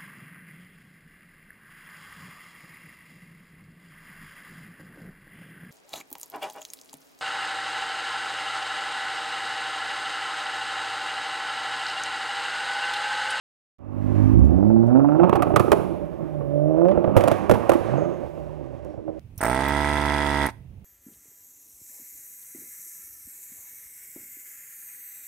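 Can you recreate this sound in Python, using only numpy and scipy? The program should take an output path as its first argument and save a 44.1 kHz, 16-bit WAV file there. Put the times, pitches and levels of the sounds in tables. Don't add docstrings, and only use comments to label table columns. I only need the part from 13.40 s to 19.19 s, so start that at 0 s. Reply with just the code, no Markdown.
import sys
import numpy as np
from scipy import signal
from scipy.fft import rfft, irfft, next_fast_len
from scipy.io import wavfile
from scipy.ndimage import uniform_filter1d

SR = 44100
rng = np.random.default_rng(int(sys.argv[2]) if len(sys.argv) > 2 else 0)


def gain_from_decibels(decibels):
    exponent = np.asarray(decibels, float) / 20
    return 10 ** exponent


def output_pcm(signal):
    pcm = np.clip(np.atleast_2d(signal).T, -1, 1) * 32767
    wavfile.write(sys.argv[1], SR, np.round(pcm).astype(np.int16))


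N = 255559
T = np.arange(N) / SR


def unit(x):
    return x / np.sqrt(np.mean(x ** 2))


def over_hz(table, hz):
    f, v = np.transpose(table)
    return np.interp(np.log(hz + 1e-9), np.log(f), v)


def over_time(table, rest):
    s, *columns = np.transpose(table)
    return [np.interp(T, s, column, rest, rest) for column in columns]


def shape(x, response):
    size = next_fast_len(N + SR)
    f = np.arange(size // 2 + 1) * SR / size
    return irfft(rfft(x, size) * response(f), size)[..., :N]


def noise_through(response):
    return unit(shape(rng.standard_normal(N), response))


def coloured(table):
    return noise_through(lambda f: gain_from_decibels(over_hz(table, f)) * (f > table[0][0]))


def walk(rate):
    hold = int(SR / rate)
    steps = np.repeat(rng.standard_normal(N // hold + 1), hold)
    return 1.174 * uniform_filter1d(uniform_filter1d(steps, hold), hold)[:N]


def resonance(f, hz, width):
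    return 1j * f * width / (hz ** 2 - f ** 2 + 1j * f * width)


# pitch_hz, width_hz, level_db
PIPE = [(150, 96, -6), (346.8, 53.2, -0.5), (582, 69, -2.5), (760, 424, -19.5)]
# pitch_hz, width_hz, level_db
TIPS = [(734.5, 97, 3), (1156, 270, -4), (2640, 340, -17)]


def pipe(f, modes=PIPE):
    rings = sum((-1) ** k * gain_from_decibels(db) * resonance(f, hz, width) for k, (hz, width, db) in enumerate(modes))
    return rings / (1 + 1j * f / 3000) ** 2


def tips(f):
    return pipe(f, TIPS)


# time_s, firing_rate_hz, level_db
CRUISE = [(0.39, 101.4, -30), (0.526, 101.3, -28), (0.75, 100.3, -23.5), (0.85, 103.8, -23),
          (0.92, 106.7, -23), (0.99, 109, -21), (1.03, 107, -27.5), (1.07, 111.5, -47)]
# multiple of the firing rate, level_db
CRUISE_ORDERS = [(.5, -11.5), (1, 1.5), (1.5, -7), (2, -7), (2.5, -2), (3, -6.5), (3.5, -18), (4, -30.5)]


def cruise():
    hz, db = over_time(CRUISE, -140)
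    phase = 2 * np.pi * np.cumsum(np.abs(hz) * (1 + .009 * walk(30))) / SR
    note = np.zeros(N)
    for k, order_db in CRUISE_ORDERS:
        flicker_db = 2.2 * walk(22)
        note += np.sqrt(2) * gain_from_decibels(db + order_db + flicker_db) * np.cos(k * phase - 0.3 * k * k)
    return note


# time_s, roar_db, misfire (0 to 1)
ROAR = [(0.39, -33, 0.87), (0.7, -35, 0.84), (1.03, -42, 0.9), (1.26, -36, 0.4), (1.51, -36, 0.3),
        (1.85, -34, .75), (1.9, -34, 0.97), (2.1, -33.5, 0.65), (2.4, -35.5, 0.29), (2.72, -43, 0.66),
        (3.25, -43, 0.7), (3.47, -43.5, .95), (3.6, -36, 0.7), (3.9, -35.5, 1), (4.12, -42, 0.99),
        (4.33, -36, 0.95), (4.46, -39, 0.94), (4.6, -37, 0.91), (4.8, -42.5, 0.72), (5.13, -51, 0.85),
        (5.79, -57, 0.7)]
# frequency_hz, level_db (per Hz)
HISS = [(880, -33.5), (1500, 1.5), (1620, 0), (2210, -4.5), (4460, -21.5), (6730, -23), (7000, -27),
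        (9100, -26.5), (15400, -120)]


def roar():
    roar_db, misfire = over_time(ROAR, -140)
    kicks = (rng.random(N) < 500 / SR) * rng.standard_normal(N)
    kicks = (kicks + 0.19 * rng.standard_normal(N)) * gain_from_decibels(2.0 * walk(30))
    ring = unit(shape(kicks, pipe))
    rasp = unit(shape(kicks, tips)) * gain_from_decibels(roar_db - 37 + 39.5 * misfire)
    drone = unit(shape(kicks, lambda f: resonance(f, 578, 26))) * np.clip((T - 4.75) / 0.17, 0, 1)

    side = 1 / (1 + np.exp((T - 0.92) / 0.032))
    lugging = np.exp(-((T - 1.06) / 0.15) ** 2)
    boom = noise_through(lambda f: resonance(f, 69.4, 30) ** 2)
    boom = boom * (gain_from_decibels(-48) + gain_from_decibels(-32.5) * side + gain_from_decibels(-24) * lugging)

    heat = np.zeros(N)
    heat[[int(s * SR) for s, *_ in BANGS_2]] = [gain_from_decibels(2 * (crack_db - 14)) for *_, crack_db in BANGS_2]
    glow_t60_s = 1.36
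    glow = np.sqrt(signal.lfilter([1], [1, -gain_from_decibels(-120 / glow_t60_s / SR)], heat))
    gone_db = -7 * np.maximum(T - 5.15, 0)
    hiss_gain = gain_from_decibels(-60.5 - T + gone_db) + gain_from_decibels(-54) * side + glow * gain_from_decibels(gone_db)
    hiss = coloured(HISS) * hiss_gain * gain_from_decibels(walk(44) + 2 * walk(9))
    return (ring + gain_from_decibels(-6) * drone) * gain_from_decibels(roar_db + 5.5) + rasp + boom + hiss


# start_s, peak_db
TICKS = [
    (0.7845, -31),
    (0.9939, -29),
    (1.035, -38.5),
    (1.043, -37.5),
    (1.0522, -28),
    (1.062, -38),
    (1.069, -36.5),
    (1.1102, -36),
    (1.4703, -32.5),
    (5.4493, -33.5),
]


def tyres():
    grit = np.zeros(N)
    for s, db in TICKS:
        grit[int(s * SR)] = gain_from_decibels(db - 2.5)
    tread = noise_through(lambda f: resonance(f, 12000, 4500))
    rolling = gain_from_decibels(-76 - 48 * np.maximum(T - 4.95, 0))
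    passing = gain_from_decibels(-68.5) * np.exp(-((T - 0.75) / 0.27) ** 2)
    return shape(grit, lambda f: resonance(f, 7000, 9000)) + tread * (rolling + passing)


# pitch_hz, width_hz, level_db
THROAT = [(600, 120, 3), (860, 150, 2.5), (1290, 150, -3)]


def fronts(x):
    push_s = .00028

    def throat(f):
        rings = sum(gain_from_decibels(db) * resonance(f, hz, width) for hz, width, db in THROAT)
        return rings * np.exp(-(2 * np.pi * f * push_s) ** 2 / 8)

    rung = -12 * shape(x, throat)
    passed = signal.sosfilt(signal.butter(6, 1430, fs=SR, output="sos"), rung)
    return passed + gain_from_decibels(-18) * rung


# start_s, peak_db
STROKES = [(1.186, -28), (1.228, -27), (1.301, -23), (1.362, -24), (1.431, -24), (1.48, -22), (1.504, -20),
           (1.5505, -14), (1.595, -14), (1.645, -17), (1.687, -15), (1.72, -15), (1.749, -14), (1.797, -11),
           (1.833, -10), (1.866, -14), (3.309, -40), (3.343, -39), (3.377, -35), (3.414, -35), (3.45, -33),
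           (3.484, -33), (3.515, -34)]


def strokes():
    x = np.zeros(N)
    rev_s, rev_hz = np.transpose(REV_1 + REV_2)[:2]
    nth = np.arange(5)
    for s, db in STROKES:
        at = ((s + nth / np.interp(s, rev_s, rev_hz)) * SR).astype(int)
        scatter_db = 1.5 * rng.standard_normal(5) * (nth > 0)
        x[at] += gain_from_decibels(db + 6.5 - 3.2 * nth + scatter_db)
    gas = signal.lfilter([1], [1, -np.exp(-1 / (0.0018 * SR))], x) * rng.standard_normal(N)
    return fronts(x + .06 * gas)


def surge():
    starts = np.transpose(STROKES)[0]
    since = T - starts[np.maximum(np.searchsorted(starts, T) - 1, 0)]
    gain = .3 + 1.5 * np.exp(-np.abs(since) / .018)
    return gain * (since > 0) * (since < .075)


# frequency_hz, level_db
SILENCER = [(52, 10.5), (68, 4.5), (95, -1), (170, 1), (260, 4.5), (345, 4), (450, -15.5), (590, 2.5)]


def orders(table, second_db, third_db, upper_db, half_db, roll_db, floor, rasp_db, flicker_db, wobble,
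           tips_db=-60, surging=False, fourth_db=-80, paired=False):
    s, *columns = np.transpose(table)
    on = (T >= s[0]) & (T < s[-1])
    hz, db, load_db = (np.interp(T[on], s, column) for column in columns)
    lows_db = {1: db, 2: db + second_db + 0.93 * load_db, 3: db + third_db + 0.84 * load_db}
    upper_db = db + upper_db + load_db
    phase = 2 * np.pi * np.cumsum(hz * (1 + wobble * walk(40)[on])) / SR
    cycle = phase / 6
    if paired:
        lump = .3 + np.exp(1.2 * (np.cos(2 * cycle + 1.1) - 1))
    else:
        lump = .7 + .8 * np.exp(2.5 * (np.cos(cycle) - 1))
    hard = surge()[on] * surging
    lump = uniform_filter1d(uniform_filter1d(np.where(hard > 0, hard, lump), size=40), size=40)

    flicker = walk(25.01)
    tones, puffs = np.zeros((2, N))
    for k in np.arange(.5, 9.1, .5):
        if k in (1, 2, 3):
            gain = gain_from_decibels(lows_db[int(k)] + over_hz(SILENCER, k * hz))
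        else:
            body = np.abs(pipe(k * hz, PIPE[1:])) ** 1.89 * gain_from_decibels(-roll_db * max(k - 4, 0))
            body = np.maximum(body, floor * (1 < k < 3))
            bright = gain_from_decibels(tips_db - 1.76 * (k - 7.0)) * np.abs(tips(k * hz)) * (k > 3)
            gain = gain_from_decibels(upper_db + half_db * (k % 1 > 0)) * (body + bright) * lump
        if k == 2:
            gain = gain / (1 + (147 / (k * hz)) ** 12)
        if k == 4:
            gain = gain + gain_from_decibels(db + fourth_db) * np.exp(-((k * hz - 265) / 45) ** 2)
        unsteady = gain_from_decibels(flicker_db * np.roll(flicker, int(k * SR / 3))[on])
        tones[on] += np.sqrt(2) * gain * unsteady * np.cos(k * phase + np.pi - 0.13 * k * k)

    puff = np.exp(4 * (np.cos(phase) - 1)) * (1 + 0.058 * np.cos(phase / 2))
    puffs[on] = lump * gain_from_decibels(upper_db + rasp_db) * (hz / 150) ** 2 * puff
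    edge = np.clip(np.minimum(T - s[0], s[-1] - T) / 0.0052, 0, 1)
    return tones * edge + shape(puffs * edge * (1.9 + rng.standard_normal(N)), tips)


# time_s, firing_rate_hz, level_db, load_db (gain of the higher orders)
REV_1 = [(0.94, 54.83, -31, -5), (1.039, 65.48, -19, -13), (1.135, 88.1, -30, -4),
         (1.301, 110.7, -26.5, -6), (1.478, 117.5, -25.5, -9), (1.565, 133.5, -28, 0),
         (1.749, 153.9, -30, -4), (1.849, 181.5, -22.5, -2.5), (1.895, 179, -51, -3)]
REV_2 = [(2.55, 172.3, -56.5, -10.5), (2.627, 171.5, -48, 7), (2.9, 153.8, -35.5, -2.5),
         (3.029, 141.5, -36, 0), (3.09, 142.2, -32, -1), (3.15, 145, -30.5, 5), (3.35, 158, -30, 14),
         (3.454, 174.7, -28.5, 20.5), (3.523, 198, -30.5, 11.5), (3.544, 198, -45, -1)]
OVERRUN_1 = [(1.88, 180, -46, 0), (2.0, 170, -47, 0), (2.15, 178, -46, 0), (2.5, 180, -49, 0),
             (2.6, 178, -53, 0)]
OVERRUN_2 = [(3.53, 192, -36, 0), (3.65, 188, -44, 0), (3.8, 196, -47, 0), (4.1, 202, -48, 0),
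             (4.3, 200, -54, 0)]
BLIP = [(4.44, 107.3, -40, -20), (4.542, 132.7, -28, -5), (4.616, 160.7, -33.5, 5),
        (4.678, 175.5, -38, 12.5), (4.804, 176.9, -61.5, 21.5), (4.956, 155.7, -43, -10.5),
        (5.18, 150, -46.5, 0), (5.242, 135.4, -43.5, -1), (5.55, 99.9, -56.5, 4.5)]
NEIGHBOUR = [(5.42, 152.6, -50.5, -6), (5.6, 154.1, -63, 2), (5.688, 158.3, -49, 7),
             (5.79, 159.5, -57.5, 8)]


def engine():
    note = orders(REV_1, second_db=6.5, third_db=1.0, upper_db=3.0, half_db=-15.5, roll_db=1.5, floor=0.28,
                  rasp_db=9.5, flicker_db=1.3, wobble=.005, tips_db=-13, surging=True, fourth_db=-5.5)
    note += orders(REV_2, second_db=-13, third_db=-3.5, upper_db=7.0, half_db=-17.0, roll_db=18.0, floor=0.025,
                   rasp_db=-29, flicker_db=1.3, wobble=.005, tips_db=-43, surging=True, paired=True)
    for table in OVERRUN_1, OVERRUN_2:
        note += orders(table, second_db=5, third_db=-8, upper_db=-8, half_db=-4, roll_db=6, floor=.4,
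                       rasp_db=3, flicker_db=5, wobble=.04)
    note += orders(BLIP, second_db=-9.5, third_db=-6.5, upper_db=-0.5, half_db=3.0, roll_db=-4.5, floor=0.098,
                   rasp_db=-4.0, flicker_db=-1.0, wobble=0.012)
    note += orders(NEIGHBOUR, second_db=-0.5, third_db=-4, upper_db=1.0, half_db=-5.5, roll_db=20.0, floor=1.0,
                   rasp_db=-11, flicker_db=4.5, wobble=0.007)
    return note


# start_s, peak_db, ring_hz, burn_s
POPS = [(1.893, -9.5, 795, 0.0058), (1.952, -8.5, 420, 0.0036), (1.972, -18, 803, .006),
        (2.003, -17.5, 359, .009), (2.067, -13, 382, 0.012), (2.117, -18, 356, .01),
        (2.104, -15.5, 710, 0.011), (2.137, -11.5, 410, 0.011), (2.2, -11.5, 420, 0.014),
        (2.245, -15, 530, 0.0067), (2.28, -9, 400, 0.0056), (2.371, -18, 381, .009),
        (2.397, -19.5, 399, 0.014), (2.431, -23.5, 650, .008), (3.007, -23, 565, 0.021),
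        (3.376, -21, 627, 0.0094), (3.414, -12.5, 620, 0.0081), (3.555, -18, 606.4, 0.0096),
          (3.575, -6, 563, 0.0088), (3.623, -20, 594, 0.0031), (3.676, -9, 610, 0.012),
          (3.694, -13.5, 659, 0.0089), (3.725, -30.5, 640, 0.0048), (3.756, -10.5, 590, 0.006),
          (3.952, -21.5, 533, 0.013), (4.119, -9.5, 570, 0.0097), (4.154, -11.5, 970, .005),
          (4.164, -19, 700, .004), (4.177, -12.5, 600, 0.003), (4.198, -19.5, 656, 0.0061),
          (4.253, -21, 694, 0.0093), (4.281, -35, 470, 0.0039), (4.307, -15, 1160, 0.0031),
          (4.328, -10, 880, 0.0034), (4.352, -7, 338, 0.0062), (4.407, -22.5, 540, 0.017),
          (4.431, -29, 656, 0.0051), (4.45, -25, 450, 0.005), (4.484, -18.5, 695, 0.016),
          (4.536, -15, 785, 0.0078), (4.554, -19, 760, 0.012), (4.58, -15.5, 550, 0.0093),
          (4.618, -17, 710, 0.011), (4.654, -33, 540, 0.01), (4.722, -20.5, 386, 0.0091),
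          (4.758, -31, 610, 0.0088), (4.835, -31, 600, 0.026), (4.976, -25, 580, 0.0087),
          (5.002, -36, 550, 0.0089), (5.09, -42, 1122, 0.043), (5.191, -32, 560, 0.0082),
          (5.21, -28, 623, 0.011), (5.298, -34, 590, 0.023), (5.459, -29.5, 610, 0.013),
          (5.54, -29, 625, 0.013), (5.577, -28.5, 652, 0.035), (5.679, -21, 634, 0.0153),
          (5.691, -25, 600, 0.015)]
# start_s, peak_db, ring_hz, burn_s, crack_db
BANGS_1 = [(1.798, -13.5, 816, 0.0043, -58.5), (1.832, -14.5, 709, 0.021, -50.5),
           (1.895, -13.5, 813, 0.0039, -41), (1.9275, -3.5, 353, 0.0055, -48),
           (1.934, -23.5, 692, .008, -46), (1.955, -10, 890, 0.011, -41.5), (1.992, -18.5, 401, 0.012, -60),
           (2.022, -12, 1340, 0.007, -37), (2.027, -15, 762, 0.011, -46.5),
           (2.161, -2, 1331, 0.0068, -27.5), (2.169, -10.5, 488, 0.0093, -48),
           (2.196, -12.5, 1250, 0.0094, -36.5), (2.318, 0.5, 467, 0.0045, -27.5),
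           (2.321, -9.5, 504, 0.012, -45), (2.329, -5.5, 692, 0.0062, -39.5)]
BANGS_2 = [(3.45, -19.5, 590, 0.011, -57), (3.484, -19.5, 533, 0.012, -49.5),
           (3.514, -14, 582, 0.014, -52.5), (3.642, -8, 685, 0.0084, -51), (3.7655, 0.5, 603, 0.014, -33),
           (3.796, -11, 724, 0.0081, -49), (3.808, -23, 587, 0.0096, -41.5), (3.838, -6, 600, 0.0067, -39),
           (3.876, -1, 624, 0.004, -36.5), (3.882, -6.5, 708, 0.0047, -34),
           (3.915, -5.5, 660, 0.0086, -37.5), (4.096, -1.5, 653, 0.0083, -37),
           (4.112, -1.5, 517, 0.0081, -33), (4.137, -20.5, 810, 0.022, -43.5),
           (4.2939, 1, 612, 0.0068, -30.5), (4.318, -11, 1210, 0.0059, -38), (4.334, -18, 960, 0.011, -41)]


def pops():
    ring, blast, thump, shock, spit = np.zeros((5, N + SR))
    t = np.arange(SR // 20) / SR
    for s, db, hz, burn, *crack in POPS + BANGS_1 + BANGS_2:
        thump_db = db - 16 + 21.5 * np.log(burn / 0.0079)
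        lifted = 1.88 < s < 2.6 or 3.53 < s < 4.47
        if not lifted:
            thump_db -= 15
        at = slice(int(s * SR), int(s * SR) + len(t))
        burning = np.exp(-(t / burn) ** 2) * (1 - np.exp(-t / .0004))
        ring[at] -= gain_from_decibels(db) * burning * np.sin(2 * np.pi * hz * t * (1 - 8 * t))
        shock[at.start + 20] += gain_from_decibels(db - 10.5)
        spit[at] += gain_from_decibels(db + (0 if crack else -6)) * burning
        blast[at] += gain_from_decibels(db) * burning
        thump[at] -= gain_from_decibels(thump_db) * np.exp(-t / 0.0098) * np.sin(2 * np.pi * 110 * t)
    gas, rasp = np.array([blast[:N], spit[:N]]) * rng.standard_normal(N)
    blast = gain_from_decibels(10.0) * shape(gas, pipe) + gain_from_decibels(16.0 - 4.77 * T) * shape(rasp, tips)
    return 0.49 * ring[:N] + fronts(shock[:N]) + blast + gain_from_decibels(-2.0) * thump[:N]


# frequency_hz, level_db (per Hz)
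CRACK = [(530, 9), (900, 1), (1460, 0), (2260, -7.5), (2920, -10), (4570, -20), (6740, -20.5), (11900, -18),
         (15400, -27.5), (16400, -59)]
# pitch_hz, width_hz, build_up_s, t60_s, level_db
FLUTTER = [(2260, 1500, 0.0033, 1, -12), (5500, 8000, 0.04, 0.77, -19.5), (10430, 2900, 0.045, 0.76, -18),
           (14600, 3500, .045, .55, -23.5)]


def flame():
    size, fierce = np.zeros((2, N + SR))
    t = np.arange(SR) / SR
    for s, _, _, burn, crack_db in BANGS_1 + BANGS_2:
        at = slice(int(s * SR), int(s * SR) + SR)
        burst = gain_from_decibels(crack_db) * np.exp(-(t / burn) ** 1.39)
        size[at] += burst
        fierce[at] += burst * np.clip((crack_db + 51.5) / 16, 0, 1)
    crack = coloured(CRACK)
    dull = shape(crack, lambda f: 1 / (1 + (f / 4500) ** 4))
    out = gain_from_decibels(13.0) * (size[:N] * dull + fierce[:N] * (crack - dull))
    for hz, width, build, t60, db in FLUTTER:
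        echo = gain_from_decibels(-120 * t / t60) * np.clip(t / build, 0, 1) ** 2 / (0.026 * SR)
        tail = np.sqrt(np.abs(signal.fftconvolve(fierce[:N] ** 2, echo)[:N]))
        out = out + gain_from_decibels(db) * tail * noise_through(lambda f: resonance(f, hz, width) ** 2)
    return out


# time_s, pitch_hz, level_db
WHISTLE = [
    [(4.555, 6500, -80), (4.576, 6500, -63), (4.68, 6500, -70), (4.71, 6500, -76), (4.95, 6550, -88)],
    [(5.42, 5500, -95), (5.5, 5500, -80), (5.58, 5520, -95)],
]


def whistle():
    out = np.zeros(N)
    for table in WHISTLE:
        hz, db = over_time(table, -140)
        phase = 2 * np.pi * np.cumsum(hz * (1 + 0.016 * walk(460))) / SR
        out += np.sqrt(2) * gain_from_decibels(db + 3 * walk(52)) * np.sin(phase)
    return out


# pitch_hz, t60_s, level_db
YARD = [(150, 1, -10), (590, 0.56, -11.5), (1000, .3, -13.5), (1750, 0.94, -10.5)]


def walls(x):
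    t = np.arange(SR) / SR
    f = np.arange(SR // 2 + 1)
    tail = 0
    for hz, t60, db in YARD:
        band = irfft(rfft(rng.standard_normal((2, SR))) * np.abs(resonance(f, hz, hz * 1.6)), SR)
        tail = tail + band * gain_from_decibels(db - 60 * t / t60) / np.sqrt(t60 * SR / 14)
    tail = tail * np.clip((t - .006) / 0.0046, 0, 1)
    return signal.fftconvolve(x[None], tail, axes=1)[:, :N]


# frequency_hz, level_db
PORT_DB = [(60, -14), (110, -14.5), (200, -13), (380, -14), (700, -12), (1290, -15), (2380, -11),
           (4400, -12), (8120, -10.5), (15000, -10)]
# frequency_hz, phase_rad
PORT_RAD = [(30, -3.3), (260, -3.6), (500, -4.5), (1200, -5.6), (5000, -6), (11000, -6.5), (13400, -7),
            (16000, -10)]


def scene():
    note = cruise() + engine() + strokes()
    bangs = pops()
    yard = walls(bangs + .9 * note)
    car = note + bangs + flame() + roar() + tyres() + whistle() + yard[0]

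    def turn(f):
        return np.exp(1j * over_hz(PORT_RAD, f))

    def left_port(f):
        return gain_from_decibels(over_hz(PORT_DB, f)) * turn(f)

    right = shape(car, lambda f: 2 / np.abs(1 + left_port(f)))
    other = shape(2 * yard[1] + flame() + roar(), lambda f: 2.2 * gain_from_decibels(over_hz(PORT_DB, f)) * f / (f + 300))
    left = shape(right, left_port) + other + gain_from_decibels(-19) * shape(bangs, turn)
    return np.array([left, right])


def roll_off(x):
    return signal.sosfilt(signal.butter(12, 16500, fs=SR, output="sos"), x)


def record(dry):
    x = signal.sosfilt(signal.butter(2, 28, "high", fs=SR, output="sos"), dry)
    x = x * np.clip((T - 0.33) / 0.65, 0, 1) ** 1.42 * (T > .385)
    x = np.clip(1.25 * np.tanh(x / 1.25), -1, 1)
    x = signal.sosfilt(signal.ellip(8, .2, 70, 16100, fs=SR, output="sos"), x)
    return roll_off(x)


dry = scene()
out = record(dry)
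output_pcm(out)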